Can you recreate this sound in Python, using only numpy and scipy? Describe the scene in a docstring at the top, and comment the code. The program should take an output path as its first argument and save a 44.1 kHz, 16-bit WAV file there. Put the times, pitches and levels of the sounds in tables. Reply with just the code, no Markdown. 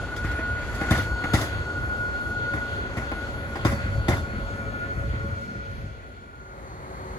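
"""An electric rail car rolls slowly leftwards through a yard past a two-port microphone. From the start a wheel
squeals (a throbbing tone), converters whine (steady lines), a thin whistle sounds and the track rumbles (shaped noise).
Axles knock in pairs over rail joints, with echoes and after-hits: noise bursts, ringing steel and a low thump.
From 3.4 s gear lines come forward, from 3.7 s sleepers thud (fading tones), and near 5.6 s a soft hiss swells.
After 6 s the car fades out while a second car, a steady roar with clean tones, is faded in from the left."""
import sys
import numpy as np
from scipy import signal
from scipy.fft import rfft, irfft
from scipy.io import wavfile
from scipy.ndimage import uniform_filter1d, map_coordinates

SR = 44100
rng = np.random.default_rng(int(sys.argv[2]) if len(sys.argv) > 2 else 0)


def to_wav(s):
    """Save 16-bit WAV."""
    ch = np.atleast_2d(s).T  # columns
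    pcm = np.round(np.clip(ch, -1, 1) * 32767)  # PCM
    wavfile.write(sys.argv[1], SR, pcm.astype(np.int16))


N = 316638
T = np.arange(N) / SR  # time of each sample [s]
HZ = np.maximum(np.arange(N // 2 + 1) * SR / N, 1)  # frequency of each spectrum step

# second car: (time [s], level [dB])
SECOND_LEVEL = [(6.1, -62), (6.4, -46), (6.6, -39.5), (6.75, -38.5), (6.95, -36), (7.18, -35.5)]
# colour of its roar: (frequency [Hz], relative level [dB per Hz])
SECOND_COLOUR = [(25, -32), (55, 2), (130, -6), (220, -13.5), (560, -14.5), (900, -13), (1200, -13.5),
                 (1700, -21.5), (2100, -22), (2700, -36.5), (4300, -35.5), (5500, -46), (10600, -46),
                 (16000, -59)]
# its hum and converter lines: (frequency [Hz])
SECOND_LINE_HZ = [376.8, 543.7, 4101, 4263, 4301, 4360, 4402, 6352, 6452, 6652, 6752, 9550, 10654]
# strength of those lines over the car's level: (level [dB])
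SECOND_LINE_DB = [-8.5, -13.5, -46, -45, -37, -41, -25, -24, -55, -49, -48, -33, -43]

# dull thuds of the sleepers behind the rear axles: (time [s], level [dB])
THUDS = [(3.719, -19), (3.855, -23.5), (3.909, -35), (3.975, -28.5), (4.194, -25), (4.27, -32),
         (4.331, -24.5), (4.381, -23), (4.457, -33), (4.533, -30.5), (4.587, -30), (4.917, -41),
         (4.958, -27.5), (5.038, -27), (5.13, -29), (5.242, -24), (5.29, -30), (5.506, -33), (5.562, -28.5),
         (5.726, -40), (5.836, -31.5)]
# tones of a struck sleeper: (frequency [Hz], level [dB], time to fall by 60 dB [s])
SLEEPER_MODES = [(146.5, -2.5, 0.079), (209, -1.5, .14), (241, -5.5, 0.083), (326, -9, 0.093)]

# rolling noise: (time [s], track rumble [dB], wheel roar [dB], hiss [dB])
ROLL_LEVEL = [(0, -35.5, -37.5, -44.5), (.55, -30, -38, -43), (.9, -31.5, -35, -38.5),
              (1.15, -34, -36.5, -43), (1.4, -30, -35.5, -37), (1.65, -32.5, -37, -44.5),
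              (3.35, -34, -38, -43.5), (3.85, -28, -39, -43.5), (4.35, -30.5, -39, -45),
              (4.7, -35.5, -38, -45.5), (5.16, -30, -41.5, -47.5), (5.5, -39.5, -44, -49),
              (5.76, -33.5, -45, -50.5), (5.98, -41.5, -48, -53), (6.25, -45, -49.5, -56.5),
              (6.5, -49, -53, -58.5)]
# colour of the rolling noise: (frequency [Hz], relative level [dB per Hz])
ROLL_COLOUR = [(25, -25), (50, -2.5), (99, -2.5), (157, -15), (300, -13.5), (560, -17), (1230, -22.5),
               (1450, -15.5), (1700, -18), (2700, -24), (4030, -29.5), (6920, -42.5), (9070, -42.5),
               (11000, -45.5), (16000, -53.5)]
# wheel resonances in the rolling noise: (frequency [Hz], width [Hz], lift [dB])
WHEEL_ROLL = [(2020, 126, 5.5), (3357, 78, 7.5), (4370, 150, 8), (6800, 710, 8), (9620, 120, 18.5),
              (11150, 370, 6), (16600, 180, -3)]
AIR_S, AIR_LENGTH_S, AIR_DB = 5.62, .3, -73  # a soft treble hiss swells as the tail goes by

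# motor hum: (time [s], level [dB], time by which the left port leads [ms])
HUM_LEVEL = [(0, -55, -0.069), (.55, -47.5, -0.2), (1.3, -63, 0.29), (2.3, -46.5, 0.23), (3, -46, 0.19),
             (3.35, -50, 0.17), (3.7, -42.5, -0.24), (4.5, -46.5, -0.038), (5.5, -45, -0.4),
             (6.25, -61.5, -0.36), (6.5, -66, -0.3)]
# tones of the motor hum: (frequency at the start [Hz], width [Hz], level [dB])
HUM_TONES = [(566, 30, -0.5), (444.7, 36, -7), (230, 38, -5), (672, 25, -10.5), (1123, 22, -12)]
THUD_DB = -9  # lumpy thudding that comes with the hum, over its level
# gear lines: (frequency at the start [Hz], width [Hz], level [dB])
GEARS = [(1320, 26, 6), (1780, 23, 1), (2020, 20, 0), (2210, 22, -2.5), (2364, 23, 0), (2425, 21, -4.5)]
# the gears come forward once the car has turned its tail: (time [s], level [dB])
GEAR_LEVEL = [(0, -91), (3.4, -67), (4.2, -61.5), (4.8, -58.5), (5.5, -61), (6, -68.5), (6.5, -72)]

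COMB_HZ, WHINE_HZ = 101, 4253  # at the start: step between converter lines, lowest line of the lower comb
# upper comb of the converter: (lowest line at the start [Hz], lines [count], level over the hiss [dB])
UPPER_COMB = [(6332, 6, -29)]
FADE_DB, FADE_PER_S = 8, 2.2  # most that an upper line rises or falls, and how often it heads elsewhere
# lower comb, whose lines take turns: (time [s], line 1 [dB], line 2 [dB], line 3 [dB], line 4 [dB])
WHINE_LEVEL = [(0, -69, -65, -79, -70), (.55, -71, -75, -75, -68), (.8, -72, -66, -70, -61),
               (1.05, -72, -56, -65, -63), (1.24, -72, -53, -67, -64), (1.4, -74, -72, -71, -70),
               (1.58, -76, -74, -59, -70), (1.78, -72, -75, -59, -65), (1.9, -71, -74, -68, -70),
               (2.15, -62, -64, -73, -68), (2.5, -79, -59, -76, -65), (2.9, -73, -73, -67, -75),
               (3.6, -76, -74, -77, -72), (3.76, -76, -75, -77, -56), (4.07, -76, -75, -80, -60),
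               (4.2, -74, -77, -61.5, -81), (4.8, -83, -73, -69, -83), (5.5, -69, -76, -67, -74),
               (6.2, -89, -85, -81, -92)]

# thin whistle and place of the car: (time [s], whistle [dB], time by which the left port leads [ms])
PASS = [(0, -60, 0.037), (1.5, -64, 0.17), (2.4, -69, 0.2), (3.2, -62, 0.18), (4, -67, 0.22),
        (5, -78, 0.34), (5.8, -84, 0.34), (6.4, -80, 0.41), (6.7, -100, 0.46)]
# pitches falling as the car goes by: (time [s], thin whistle [Hz], squeal [Hz])
PITCH = [(0, 9635, 1448), (1.5, 9585, 1446), (2.7, 9530, 1446), (3.5, 9503, 1441), (4.5, 9475, 1437),
         (5.3, 9455, 1428), (6.4, 9440, 1422)]

# knocks of axles over joints, with their echoes and after-hits:
# (time [s], clack [dB], thump [dB], bright clack [dB])
KNOCKS = [(0.161, -41, -54, -38), (0.24, -35.5, -24, -52), (0.309, -40, -50, -49), (.386, -28.5, -37, -54),
          (.744, -41, -42, -43), (.81, -24.5, -29, -44), (.905, -22, -13.5, -34), (.975, -39, -35, -46),
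          (1.237, -24.5, -30, -44), (1.333, -20, -14.5, -28.5), (1.41, -26.5, -41, -35),
          (2.534, -30.5, -27, -48.5), (2.967, -29, -25.5, -45.5), (3.114, -27.5, -38, -50),
          (3.553, -26.5, -39, -45), (3.647, -20, -15, -34.5), (3.716, -39, -60, -49),
          (4.081, -19.5, -16, -33.5), (4.116, -28, -47, -46), (4.35, -54, -50, -65),
          (4.969, -51, -28.5, -78), (5.13, -45, -29, -80), (5.28, -52, -28.5, -85), (5.549, -53, -33, -86)]
# colour of the clacks: (frequency [Hz], relative level [dB per Hz])
CLACK_COLOUR = [(200, 3.5), (450, -2), (750, -4), (1400, -4), (2500, -17.5), (3300, -22.5), (3700, -8.5),
                (5000, -12), (7000, -12), (8500, -15), (11000, -15.5), (13500, -17), (16000, -39)]
# wheel resonances in the clacks: (frequency [Hz], width [Hz], lift [dB])
WHEEL_CLACK = [(2026, 460, 11.9), (2280, 50, 1.3), (3500, 370, 10.5), (4970, 590, 6.8), (6080, 720, 4.8),
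               (8600, 200, 3), (10640, 550, 6.3), (15400, 440, 19)]
# rail, sleepers and wheel after a knock: (frequency [Hz], level [dB], time to fall by 60 dB [s])
TRACK_MODES = [(70.4, 5.5, 0.13), (100.3, -4, 0.17), (125.7, -5.5, 0.32), (231, -7, 0.077),
               (314.3, -3.5, 0.12), (361.6, -16, 0.28), (551.4, -12.5, 0.12), (716, -11, 0.079)]
# wheel and rail steel when struck: (frequency [Hz], level [dB], time to fall by 60 dB [s])
STEEL_MODES = [(443, -12, 0.047), (649, -0.5, 0.09), (796, -4, 0.12), (1078, -1, 0.067), (1387, -2, 0.096),
               (1810, -6.5, 0.1), (2004, -8, 0.081), (2510, -11, 0.089), (2840, -9, 0.053),
               (3280, 0, 0.068), (3570, 4.5, 0.077), (4510, -7, 0.096), (4910, -3, 0.1), (6540, -6, 0.086)]
RATTLE_DB, RATTLE_S = -18, 0.099  # rattle over the thump, and its length
KNOCK_DB = 3.55  # drive of the higher track modes over the mean of clack and thump
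THUMP_LATE_S = .0015  # the track answers just after the clack
STEEL_DB = -6  # steel ring over the clack
BOUNCES, BOUNCE_S, BOUNCE_DB = 10, .11, -10  # loose parts strike again within this time, weaker

# wheel squeal: (time [s], level [dB], time by which the left port leads [ms], waver of that lead [ms])
SQUEAL = [(0, -35.5, .04, 0.055), (.08, -39, .04, .05), (.15, -34.5, 0.046, 0.067),
          (.56, -29, 0.087, 0.054), (.7, -40.5, 0.025, 0.15), (.85, -32, 0.11, 0.068),
          (1.0, -30, 0.11, .07), (1.05, -36, 0.067, .07), (1.22, -30.5, 0.16, 0.063),
          (1.4, -37.5, 0.15, 0.088), (1.7, -34, 0.14, 0.17), (1.82, -31, 0.16, 0.073),
          (2.1, -30, 0.21, 0.048), (2.3, -31, 0.17, .07), (2.5, -28, 0.2, 0.093),
          (2.66, -32.5, 0.11, 0.076), (2.8, -31.5, 0.34, 0.13), (2.9, -39.5, 0.22, 0.075),
          (3.2, -35, 0.26, 0.21), (3.45, -41.5, 0.13, 0.15), (3.7, -37, 0.3, .07),
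          (4.1, -38.5, 0.21, 0.018), (4.45, -39, 0.27, 0.022), (4.9, -34.5, 0.28, 0.057),
          (5.1, -40, 0.26, .02), (5.4, -35.5, 0.32, 0.041), (5.7, -40.5, .31, 0.027),
          (5.85, -50, 0.42, 0.025), (6.5, -47.5, 0.44, 0.018), (6.75, -60, 0.42, .02)]
THROB, THROB_PER_S, THROB_SPREAD = .36, 14., 4.  # depth, beats a second, their wander
SCATTER_DB = -19  # reflected squeal over the direct squeal

# share of power that both ports hear alike: (frequency [Hz], share [0 to 1])
DIRECT = [(60, 0.84), (400, 0.93), (1000, 0.95), (2500, 0.29), (5000, 0.036), (16000, 0.082)]
# the ports differ in colour: (frequency [Hz], left minus right [dB])
LEFT_LOUDER = [(100, 0.5), (300, 1), (700, 2), (2000, 0.54)]
# in the treble the image flips between centred and out of phase: (frequency [Hz], side over mid [dB])
IMAGE = [(6200, 0), (7200, -5.5), (8000, -18), (8700, 23), (9300, 32), (10200, -12), (11000, -26),
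         (11900, -46), (12600, 3), (13200, 28), (14200, 20), (14700, -2), (15200, -31), (16000, -44)]
TOP_HZ = 15750  # nearly everything above is cut


def undb(db):
    """Turn decibels into a gain."""
    return 10 ** (np.asarray(db) / 20)


def unit(x):
    """Scale to an average (rms) strength of 1."""
    return x / np.sqrt(np.mean(x ** 2))


def curves(table):
    """Draw each column of a time table as a line with one value a sample."""
    s, *columns = np.transpose(table)
    return [np.interp(T, s, column) for column in columns]


def over_hz(table, hz):
    """Read a spectrum table, with frequency spaced by ratio as the ear hears it."""
    f, value = np.transpose(table)
    return np.interp(np.log(hz), np.log(f), value)


def walk(rate):
    """Wander at random: levels held for 1 / rate seconds and smoothed twice, with a spread near 1."""
    k = int(SR / rate)
    held = np.repeat(rng.standard_normal(N // k + 1), k)
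    return 1.3 * uniform_filter1d(uniform_filter1d(held, k), k)[:N]


def ports(x, lead_ms, order=1):
    """Delay the right port, because sound from the left reaches the left port first."""
    late = map_coordinates(x, [np.arange(N) - lead_ms * SR / 1000], order=order, mode="nearest")
    return np.array([x, late])


def noise(colour, lead_ms):
    """Spectra of coloured noise at both ports: a direct part they share and a scattered part they do not."""
    share = np.clip(over_hz(DIRECT, HZ), 0, 1)
    direct = ports(rng.standard_normal(N), lead_ms, order=3)
    scattered = rng.standard_normal((2, N))
    mixed = np.sqrt(share) * rfft(direct) + np.sqrt(1 - share) * rfft(scattered)
    return mixed * undb(over_hz(colour, HZ))


def lift(modes):
    """Gain of resonances, each a bump along the spectrum."""
    return undb(sum(db / (1 + (2 * (HZ - hz) / width) ** 2) for hz, width, db in modes))


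def flicker(spectrum, lo_hz, hi_hz, flicker_db, rate):
    """Cut noise into slices up to about an octave wide, each wavering in level on its own."""
    edges = np.geomspace(lo_hz, hi_hz, int(np.log2(hi_hz / lo_hz)) + 2)
    total = 0
    for low, high in zip(edges, edges[1:]):
        part = irfft(spectrum * ((HZ >= low) & (HZ < high)), N)
        total = total + part * undb(flicker_db * walk(rate))
    return unit(total)


def tone(hz, width, steady=0.):
    """A tone on a moving pitch; random strength and phase spread it over the given width."""
    turn = 2 * np.pi * np.cumsum(hz) / SR
    return unit((steady + walk(width)) * np.cos(turn) + walk(width) * np.sin(turn))


def second_car():
    """A steady roar of coloured noise and clean converter lines, heard first on the left."""
    lead_ms = np.full(N, .38)
    roar = irfft(noise(SECOND_COLOUR, lead_ms), N) * undb(0.29 * walk(9.5))
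    lines = 0
    for hz, db in zip(SECOND_LINE_HZ, SECOND_LINE_DB):
        strength = undb(db + 2.1 * walk(17.0))
        lines = lines + strength * np.sin(2 * np.pi * hz * T + .6 * walk(13.0))
    lines_in = np.clip((T - 6.3) / 0.11, 0, 1)
    level = undb(curves(SECOND_LEVEL)[0]) * (T > 6)
    return level * (unit(roar) + ports(lines * lines_in, lead_ms, order=3))


def thuds():
    """Soft blows ring the sleeper modes, each time in another mix of phases."""
    t, out = T[:SR // 4], np.zeros(N)
    s, level_db = np.transpose(THUDS)
    phases = 2 * np.pi * rng.random((len(s), len(SLEEPER_MODES)))
    for i, db, start in zip((s * SR).astype(int), level_db, phases):
        ring = 0
        for (hz, mode_db, t60), phase in zip(SLEEPER_MODES, start):
            ring = ring + undb(mode_db - 60 * t / t60) * np.sin(2 * np.pi * hz * t + phase)
        soft_start = 1 - np.exp(-t / 0.0057)
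        out[i:i + len(t)] += undb(db) * soft_start * ring
    return out


def rolling_noise(lead_ms):
    """Rough wheels on rough rail make rumble, roar and hiss; lumpy thudding and a late soft hiss join in."""
    rumble_db, roar_db, hiss_db = curves(ROLL_LEVEL)
    spectrum = noise(ROLL_COLOUR, lead_ms) * lift(WHEEL_ROLL)
    rumble = undb(rumble_db) * flicker(spectrum, 24, 160, flicker_db=2.5, rate=16.)
    roar = undb(roar_db) * flicker(spectrum, 160, 1500, flicker_db=0.9, rate=17.0)
    hiss = undb(hiss_db) * flicker(spectrum, 1412, 17000, flicker_db=1.5, rate=15.0)
    swell = np.exp(-((T - AIR_S) / AIR_LENGTH_S) ** 4)
    air = undb(AIR_DB) * swell * flicker(spectrum, 4800, 6600, flicker_db=0.0, rate=20.)
    hum_db = curves(HUM_LEVEL)[0]
    thud = undb(hum_db + THUD_DB) * flicker(spectrum, 140, 275, flicker_db=9.0, rate=20.0)
    return rumble + roar + hiss + air + thud


def motor_and_gears(doppler):
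    """Motor tones with a steady core and wandering gear tones; their pitches fall as the car goes by."""
    hum_db, hum_lead_ms = curves(HUM_LEVEL)
    hum = undb(hum_db) * sum(undb(db) * tone(hz * doppler, width, steady=.9) for hz, width, db in HUM_TONES)
    gears = sum(undb(db) * tone(hz * doppler, width) for hz, width, db in GEARS)
    gears = undb(curves(GEAR_LEVEL)[0]) * gears
    return ports(hum + gears, hum_lead_ms)


def converter_whine(doppler, lead_ms):
    """Converters sing in two combs of evenly spaced lines, each line wandering in strength and phase."""
    turn = 2 * np.pi * np.cumsum(doppler) / SR
    upper = 0
    for hz, count, db in UPPER_COMB:
        for k in range(count):
            strength = undb(db + FADE_DB * np.tanh(walk(FADE_PER_S)))
            upper = upper + strength * np.sin((hz + k * COMB_HZ) * turn + 2 * walk(FADE_PER_S))
    lower = 0
    for k, db in enumerate(curves(WHINE_LEVEL)):
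        strength = np.sqrt(2) * undb(db + 2.3 * walk(14.))
        lower = lower + strength * np.sin((WHINE_HZ + k * COMB_HZ) * turn + 1.13 * walk(16.))
    hiss_db = curves(ROLL_LEVEL)[2]
    # the lower comb wanders around the middle
    return ports(undb(hiss_db) * upper, lead_ms, order=3) + ports(lower, 0.022 * walk(3.), order=3)


def rolling(doppler, lead_ms):
    """All that sounds steadily as the car rolls, fading away by 6.75 s."""
    gone = np.clip((6.75 - T) / .4, 0, 1)
    return gone * (rolling_noise(lead_ms) + motor_and_gears(doppler) + converter_whine(doppler, lead_ms))


def thin_whistle(hz):
    """A thin high tone, partly steady and partly wandering, moves left with the car."""
    level_db, lead_ms = curves(PASS)
    return undb(level_db) * ports(tone(hz, 22.6, steady=0.39), lead_ms, order=3)


def steel_ring():
    """Every blow and its bounces ring the steel modes, each time in another mix."""
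    t, out = T[:SR // 4], np.zeros(N)
    s, clack_db, _, bright_db = np.transpose(KNOCKS)
    # column 0 is the blow itself, the others are its bounces; 1 means late by the whole bounce time
    late = rng.random((len(s), BOUNCES + 1)) * (np.arange(BOUNCES + 1) > 0)
    at = ((s[:, None] + 0.0033 + BOUNCE_S * late) * SR).astype(int).ravel()
    mix = rng.standard_normal((len(at), len(STEEL_MODES)))
    for k, (hz, db, t60) in enumerate(STEEL_MODES):
        hits = np.zeros(N)
        blow_db = (clack_db if hz < 2600 else bright_db)[:, None]
        size_db = blow_db + (late > 0) * BOUNCE_DB - 6.5 * late
        hits[at] = undb(size_db).ravel() * mix[:, k]
        ring = undb(db - 60 * t / t60) * np.sin(2 * np.pi * hz * t)
        out = out + signal.oaconvolve(hits, ring)[:N]
    return undb(STEEL_DB) * out


def track_thump(boom, knock):
    """The blow spreads along the track, its lows arriving last: a falling swing, then ringing track modes."""
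    t = T[:SR // 2]
    swing = np.sin(2 * np.pi * np.cumsum(85 + 110 * np.exp(-t / 0.014)) / SR)
    swing = swing * (1 - np.exp(-(t / 0.0048) ** 2)) * np.exp(-t / 0.012)
    thump = undb(5.5) * signal.oaconvolve(boom, swing)[:N]
    for k, (hz, db, t60) in enumerate(TRACK_MODES):
        swing_up = 1 - np.exp(-(t * hz / 0.74) ** 2)  # slower for a lower mode
        ring = undb(db - 60 * t / t60) * np.sin(2 * np.pi * hz * t + np.pi * k) * swing_up
        thump = thump + signal.oaconvolve(boom if hz < 160 else knock, ring)[:N]
    return thump


def knocks(lead_ms):
    """Each knock or after-hit gives a clack, a loose rattle after it and a ring of the steel and the track."""
    clack, treble, boom, knock = np.zeros((4, N))
    t = T[:SR // 2]
    for s, clack_db, thump_db, bright_db in KNOCKS:
        i = int(s * SR)
        # the rattle holds for a while, then the parts settle; the small bright ones settle last
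        rattle = undb(thump_db + RATTLE_DB - clack_db)
        dull_rattle = rattle / (1 + np.exp((t - RATTLE_S) / .015))
        bright_rattle = rattle / (1 + np.exp((t - RATTLE_S) / .03))
        onset = undb(clack_db) * (1 - np.exp(-t / 0.0038))
        bright = undb(bright_db - clack_db)
        clack[i:i + len(t)] += onset * (np.exp(-t / .016) + dull_rattle)
        treble[i:i + len(t)] += onset * (np.exp(-t / 0.014) + 1.53 * bright_rattle) * bright
        j = i + int(THUMP_LATE_S * SR)
        boom[j] = undb(thump_db)
        knock[j] = undb((clack_db + thump_db) / 2 + KNOCK_DB)
    steel = noise(CLACK_COLOUR, lead_ms / 1.77) * lift(WHEEL_CLACK)
    # loose parts strike out of step, so each range of the rattle comes in clumps
    low = flicker(steel, 150, 3300, flicker_db=3., rate=90.)
    high = flicker(steel, 2600, 17000, flicker_db=1.5, rate=120.)
    return clack * low + treble * high + ports(steel_ring() - track_thump(boom, knock), lead_ms)


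def squeal(hz):
    """Stick-slip holds one wheel mode: a throbbing line in a rough halo; reflections differ at each port."""
    level_db, lead_ms, waver_ms = curves(SQUEAL)
    line = np.sin(2 * np.pi * np.cumsum(hz + 4. * walk(30.)) / SR)
    halo = undb(-18) * tone(hz, 80.)
    beat_depth = 1 + .4 * walk(6.)
    beat = beat_depth * np.cos(2 * np.pi * np.cumsum(THROB_PER_S + THROB_SPREAD * walk(8.)) / SR)
    direct = ports(unit((1 + THROB * beat) * line + halo), lead_ms + waver_ms * np.tanh(walk(22.)))
    scattered = undb(SCATTER_DB) * np.array([tone(hz, 14.0), tone(hz, 21.0)])
    return undb(level_db) * (T < 6.8) * (direct + scattered)


def scene():
    """Add up both cars at the two ports."""
    whistle_hz, squeal_hz = curves(PITCH)
    lead_ms = curves(PASS)[1]
    doppler = whistle_hz / whistle_hz[0]  # pitch as a share of the pitch at the start
    background = second_car() + ports(thuds(), lead_ms) + rolling(doppler, lead_ms)
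    return background + thin_whistle(whistle_hz) + knocks(lead_ms) + squeal(squeal_hz)


def record(dry):
    """The ports differ in colour, treble power tips between mid and side, and the top is cut."""
    left, right = rfft(dry) * undb(over_hz(LEFT_LOUDER, HZ) * np.array([[.5], [-.5]]))
    tip = undb(over_hz(IMAGE, HZ)) ** 2  # side power over mid power
    mid = (left + right) * np.sqrt(2 / (1 + tip)) / 2
    side = (left - right) * np.sqrt(2 * tip / (1 + tip)) / 2
    out = irfft(np.array([mid + side, mid - side]), N)
    return signal.sosfilt(signal.ellip(14, .2, 80, TOP_HZ, fs=SR, output="sos"), out)


dry = scene()
out = record(dry)
to_wav(out)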